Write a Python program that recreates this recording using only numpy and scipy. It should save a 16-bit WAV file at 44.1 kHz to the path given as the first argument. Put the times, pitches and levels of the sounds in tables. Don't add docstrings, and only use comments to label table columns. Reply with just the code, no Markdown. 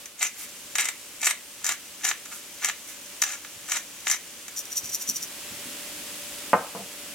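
import sys
import numpy as np
from scipy import signal
from scipy.fft import rfft, irfft
from scipy.io import wavfile
from scipy.ndimage import uniform_filter1d

SR = 44100
rng = np.random.default_rng(int(sys.argv[2]) if len(sys.argv) > 2 else 0)


def unload_audio(sound):
    columns = np.transpose(np.atleast_2d(sound))
    steps = np.round(np.clip(columns, -1, 1) * 32767)
    wavfile.write(sys.argv[1], SR, steps.astype(np.int16))


N = 314874
TIME = np.arange(N) / SR

# (start [s], end [s], cap drive [dB], burr drive [dB], force change [dB], hollow [Hz], burr [Hz])
MILL_TWISTS = [(0.207, 0.271, -41, -34.5, 0, 2300, 6900), (0.784, 0.904, -41.5, -41, -19.5, 1990, 7540),
               (1.226, 1.316, -37.5, -35, 0.5, 2150, 7650), (1.639, 1.723, -40.5, -36, 7.5, 1810, 7230),
               (2.033, 2.102, -38.5, -33.5, 4, 1820, 6970), (2.312, 2.335, -51.5, -50, 3, 1530, 7000),
               (2.617, 2.692, -41.5, -40, 6.5, 2020, 6650), (3.238, 3.354, -45.5, -43, -2.5, 1750, 6530),
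               (3.68, 3.773, -43, -38, 8.5, 1790, 6900), (4.072, 4.147, -42.5, -35.5, 6, 1940, 6650)]
# (time [s], cap drive [dB], burr drive [dB])
CORN_CRACKS = [(0.0571, -29, -20), (0.2176, -16, -14), (0.227, -7.5, -6), (0.7539, -9.5, -8.5),
               (0.758, -19, -10), (0.7833, -6.5, -7), (0.794, -15, -20), (0.808, -17, -8.5),
               (0.8546, -14, -6.5), (0.8869, -10.5, -6.5), (1.2158, -30, -13), (1.2299, -15, -13),
               (1.2576, -29, -3), (1.2678, -7.5, -2.5), (1.2705, -3, -2), (1.3081, -8, -6),
               (1.6531, -21, -13), (1.6649, -17, -4), (1.6905, -8, -4), (2.0498, -9, -4), (2.1119, -6, -26),
               (2.257, -25, -22), (2.3238, -23, -28), (2.646, -9.5, -1.5), (2.6867, -11, -11),
               (2.6964, -9.5, -16), (3.2185, -12, -1), (3.2218, -7, -2.5), (3.2364, -8.5, -2.5),
               (3.447, -20, -27), (3.719, -8, -6.5), (3.7691, -10, -10), (4.0691, -5.5, -12),
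               (4.099, -11, -5), (4.113, -11, 0), (4.481, -24, -18)]
# (start [s], end [s], drive [dB])
FINGER_SLIDES = [(0.376, 0.456, -37.5), (2.316, 2.39, -40.5), (2.872, 2.933, -41)]
# (time [s], drive [dB])
JAR_JOLTS = [(4.585, -30.5), (4.722, -39.5), (4.777, -28.5), (4.852, -37.5), (4.893, -41.5), (4.943, -29),
             (5.02, -35), (5.095, -28.5), (5.163, -33), (5.232, -35)]
# (time [s], push [dB], contact [s], first rebound [s])
COUNTER_KNOCKS = [(6.5322, 5, 0.00049, 0.0032), (6.75, -12.5, 0.00083, 0.0062),
                  (6.793, -15.5, 0.0013, 0.0087)]
# (time [s], drive [dB], pitch [Hz])
COOK_BUMPS = [(0.645, -48, 115), (1.571, -50, 111), (3.564, -43, 110), (4.833, -37, 115), (5.087, -30, 220),
              (5.122, -46, 185), (5.51, -36, 133), (5.656, -34, 239)]
# (frequency [Hz], bandwidth [Hz], relative level [dB])
CAP_MODES = [(560, 130, 2), (1140, 65, 1), (1420, 160, 7.5), (2180, 300, 18), (2680, 660, 8),
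             (2740, 730, 4), (3590, 620, 8.5)]
# (frequency [Hz], bandwidth [Hz], relative level [dB])
BURR_MODES = [(6040, 210, 14), (6970, 260, 9.5), (7700, 1200, -39), (9800, 1830, -6), (12000, 1500, -17)]
# (frequency [Hz], bandwidth [Hz], relative level [dB])
JAR_MODES = [(5910, 204, -12), (7060, 370, -14.5), (8900, 620, -16.5), (13060, 800, -11.5),
             (14300, 3800, -36)]
# (frequency [Hz], bandwidth [Hz], relative level [dB])
COUNTER_MODES = [(124, 30, 9), (186, 34, 14.5), (498, 40, 16), (564, 150, 3.5), (705, 84, 11.5),
                 (820, 180, 10), (890, 140, 8), (1010, 44, -14), (1180, 130, 11), (1470, 100, 0),
                 (1020, 390, -4), (2340, 1300, 0)]
# (frequency [Hz], relative level [dB])
STOVE_SPECTRUM = [(15, -52), (25, -16), (107, -11.5), (152, -13.5), (178, -6.5), (281, -5), (445, -8.5),
                  (523, -7.5), (567, -6.5), (684, -11), (1750, -9), (2920, -6.5), (4040, -11), (8130, -9.5),
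                  (15500, -16.5)]
# (frequency [Hz], relative level [dB])
FLAME_TONES = [(296, -21.5), (581.4, -17.5)]
# (time [s], gain [dB])
STOVE_ENVELOPE = [(0, -44), (.14, -49), (.4, -43.5), (4.5, -42.5), (5.5, -38.5), (6.4, -38.5)]
# (frequency [Hz], side minus mid [dB])
DIFFUSE_WIDTH = [(100, -16.5), (600, -12.5), (1300, -8), (2400, -5), (4400, -2), (15000, -2)]


def grinding():
    _, _, cap_drive, burr_drive, _, hollow_hz, burr_hz = np.transpose(MILL_TWISTS)
    times, cap_db, burr_db = np.transpose(CORN_CRACKS)
    cap = impulses(times, cap_db) + crushing(cap_drive, rate=1100, scatter_db=2, edge_s=.0053)
    burr = impulses(times, burr_db) + crushing(burr_drive, rate=1300, scatter_db=6.5, edge_s=.013)
    cap += undb(-17) * bursts(*np.transpose(FINGER_SLIDES), rate=1300, scatter_db=-4, edge_s=.09)
    burr += bursts([.3], [4.5], [-59], rate=3500, scatter_db=-5, edge_s=.096)
    cap = disperse(cap, trip_s=.0005, reflection=.48)
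    burr = disperse(burr, trip_s=.0001717, reflection=.61)
    cap = gripped_ring(cap, CAP_MODES, hollow_hz, width_hz=300, mode_db=18.5)
    burr = gripped_ring(burr, BURR_MODES, burr_hz, width_hz=570, mode_db=12)
    cap = band(cap, low_hz=455, high_hz=3730)
    burr = band(burr, low_hz=4700, high_hz=15800)
    return (kitchen(cap, near_db=1.5, near_s=.016, room_db=-3, room_s=.23, lag_s=5e-6, pan_db=-1)
            + kitchen(burr, near_db=-5, near_s=.019, room_db=-3, room_s=.12, lag_s=27e-6, pan_db=3.5))


def crushing(drive_db, rate, scatter_db, edge_s):
    graze_s, graze_db = .025, -14.5
    out, grains = np.zeros(N), shot_noise(rate, scatter_db)
    for (start, end, _, _, change_db, _, _), db in zip(MILL_TWISTS, drive_db):
        span = around(start, end)
        t = TIME[span]
        inside_s = np.minimum(t - start, end - t)
        bite = np.clip(inside_s / edge_s + .5, 0, 1)
        graze = undb(graze_db) * np.clip((inside_s + graze_s) / edge_s + .5, 0, 1)
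        progress = np.clip((t - start) / (end - start), 0, 1)
        force = undb(db + change_db * (progress - .5))
        out[span] += force * np.maximum(bite, graze) * grains[span] / np.std(grains[span][bite > 0])
    return out


def disperse(push, trip_s, reflection):
    spectrum = rfft(push)
    for path_s in (trip_s, trip_s * np.sqrt(np.e)):
        trip = delay_phase(path_s)
        spectrum = spectrum * (trip - reflection) / (1 - reflection * trip)
    return irfft(spectrum, N)


def gripped_ring(push, modes, grip_hz, width_hz, mode_db):
    spot_spread, spot_s = .079, .009
    regrips = [int((start - .12) * SR) for start, *_ in MILL_TWISTS[1:]]
    spots = rng.integers(-1, 2, N)[(TIME / spot_s).astype(int)]
    out = np.zeros(N)
    for spot in (-1, 0, 1):
        pieces = np.split(push * (spots == spot), regrips)
        pitches = grip_hz * (1 + spot_spread * spot)
        rung = [ring(piece, modes + [(hz, width_hz, mode_db)]) for piece, hz in zip(pieces, pitches)]
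        out += np.concatenate(rung)
    return out


def counter_knock():
    loss_db, softening, slowing = -1.6, .1, 1.1
    push = np.zeros(N)
    for start, db, contact_s, rebound_s in COUNTER_KNOCKS:
        span = around(start, start)
        for bounce in range(4):
            since_s = TIME[span] - start - rebound_s * bounce ** slowing
            progress = np.clip(since_s / (contact_s * (1 + softening * bounce)), 0, 1)
            pulse = np.sin(np.pi * progress) ** 2
            push[span] += undb(db + loss_db * bounce) * pulse / pulse.sum()
    knock = band(ring(push, COUNTER_MODES), low_hz=147, high_hz=3600)
    return kitchen(knock, near_db=1.5, near_s=.12, room_db=-1, room_s=.36, lag_s=5e-6, pan_db=1)


def jar_rattle():
    landing_s, stray_s = .0095, .024
    times, db = np.transpose(JAR_JOLTS)
    landing = bursts(times - landing_s, times + landing_s, db, rate=600, scatter_db=4, edge_s=.0099)
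    rolling = bursts(times[:1], times[-1:], [-54], rate=330, scatter_db=10, edge_s=.11)
    jar = np.zeros(N)
    for hz, width_hz, mode_db in JAR_MODES:
        strays = bursts(times - stray_s, times + stray_s, db - 7, rate=900, scatter_db=2, edge_s=.012)
        jar += undb(mode_db) * ring(landing + rolling + strays, [(hz, width_hz, 0)])
    jar = band(jar, low_hz=4200, high_hz=19200)
    return kitchen(jar, near_db=-8, near_s=.035, room_db=-16, room_s=.27, lag_s=24e-6, pan_db=1)


def finger_friction():
    slides = np.transpose(FINGER_SLIDES)
    mid, side = (bursts(*slides, rate=8000, scatter_db=1.5, edge_s=.04) for _ in range(2))
    return band(diffuse(mid, side), low_hz=5200, high_hz=13600)


def cook_bumps():
    bumps, width_hz = np.zeros(N), 110
    for start, db, hz in COOK_BUMPS:
        span = around(start, start)
        bumps[span] += ring(impulses([start], [db])[span], [(hz, width_hz, 0)])
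    bumps = band(bumps, low_hz=80, high_hz=330)
    return kitchen(bumps, near_db=5.5, near_s=.11, room_db=1, room_s=.53, lag_s=0, pan_db=-2)


def stove():
    bubbles_per_s, drift_hz = 3000, 1.11
    rush = rng.standard_normal((2, N))
    bubbles = (rng.random((2, N)) < bubbles_per_s / SR) * rng.standard_normal((2, N))
    sizzle = undb(-6) * unit_rms(band(bubbles, low_hz=2370, high_hz=14500))
    hiss = unit_rms(colour(diffuse(*(rush + sizzle)), STOVE_SPECTRUM))
    hum = np.zeros(N)
    for hz, db in FLAME_TONES:
        phase = 2 * np.pi * np.cumsum(hz + drift_hz * wander(rate=8)) / SR
        hum += undb(db) * np.sqrt(2) * np.sin(phase)
    hum_swell = undb(np.interp(TIME, [5.3, 5.7], [-7, 0]))
    return (hiss + hum * hum_swell) * undb(np.interp(TIME, *np.transpose(STOVE_ENVELOPE)))


def kitchen(x, near_db, near_s, room_db, room_s, lag_s, pan_db):
    t = TIME[:SR // 2]
    onset = np.clip(t / .001 - 1, 0, 1)
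    response = 0
    for db, t60_s in ((near_db, near_s), (room_db, room_s)):
        tail = diffuse(*rng.standard_normal((2, len(t)))) * onset * undb(-60 * t / t60_s)
        response += undb(db) * unit_rms(tail) / np.sqrt(len(t))
    right = irfft(rfft(x) * delay_phase(lag_s), N)
    direct = np.array([x * undb(pan_db / 2), right * undb(-pan_db / 2)])
    return direct + signal.fftconvolve(x[None], response, axes=1)[:, :N]


def diffuse(mid, side):
    side = colour(side, DIFFUSE_WIDTH)
    return np.array([mid + side, mid - side])


def ring(push, modes):
    t = TIME[:SR // 10]
    response = sum(undb(db) * width * np.exp(-np.pi * width * t) * np.cos(2 * np.pi * hz * t)
                   for hz, width, db in modes)
    return signal.oaconvolve(push, response / np.abs(response).max())[:len(push)]


def bursts(starts, ends, db, rate, scatter_db, edge_s):
    out, grains = np.zeros(N), shot_noise(rate, scatter_db)
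    for start, end, gain in zip(starts, ends, undb(db)):
        span = around(start, end)
        inside_s = np.minimum(TIME[span] - start, end - TIME[span])
        window = np.clip(inside_s / edge_s + .5, 0, 1)
        out[span] += gain * window * grains[span] / (np.std(grains[span][window > 0]) + 1e-9)
    return out


def shot_noise(rate, scatter_db):
    count = int(rate * N / SR)
    place, size, sign = rng.random((70000, 3))[:count].T
    gains = undb(scatter_db * np.log(size / (1 - size)) / 2) * np.sign(sign - .5)
    return np.bincount((place * N).astype(int), gains, N)


def impulses(times, db):
    return np.bincount((np.asarray(times) * SR).astype(int), undb(db), N)[:N]


def wander(rate):
    knots = np.arange(0, TIME[-1] + 1, 1 / rate)
    return np.interp(TIME, knots, rng.standard_normal(len(knots)))


def colour(x, points):
    hz, db = np.transpose(points)
    bins = np.maximum(np.fft.rfftfreq(x.shape[-1], 1 / SR), 1)
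    return irfft(rfft(x) * undb(np.interp(np.log(bins), np.log(hz), db)), x.shape[-1])


def band(x, low_hz, high_hz):
    return signal.sosfilt(signal.butter(2, [low_hz, high_hz], "band", fs=SR, output="sos"), x)


def delay_phase(delay_s):
    return np.exp(-2j * np.pi * np.fft.rfftfreq(N, 1 / SR) * delay_s)


def around(start, end):
    return slice(max(int((start - .1) * SR), 0), int((end + .1) * SR))


def undb(db):
    return 10 ** (np.asarray(db) / 20)


def unit_rms(x):
    return x / np.sqrt(np.mean(x ** 2) + 1e-18)


def gain_control(x):
    threshold_db, share, makeup_db = -31, .23, 1.5
    attack_s, release_s = .014, .74
    hop = SR // 1000
    levels = uniform_filter1d(np.abs(x).mean(axis=0), hop)[::hop]
    held, excess_db = 1e-9, []
    for level in levels:
        held += (level - held) * hop / SR / (attack_s if level > held else release_s)
        excess_db.append(max(20 * np.log10(held) - threshold_db, 0))
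    return x * undb(makeup_db - share * np.interp(TIME, TIME[::hop], excess_db))


def scene():
    return grinding() + finger_friction() + jar_rattle() + counter_knock() + cook_bumps() + stove()


def record(dry):
    top_hz = 16300
    return signal.sosfilt(signal.ellip(10, .2, 80, top_hz, fs=SR, output="sos"), gain_control(dry))


dry = scene()
out = record(dry)
unload_audio(out)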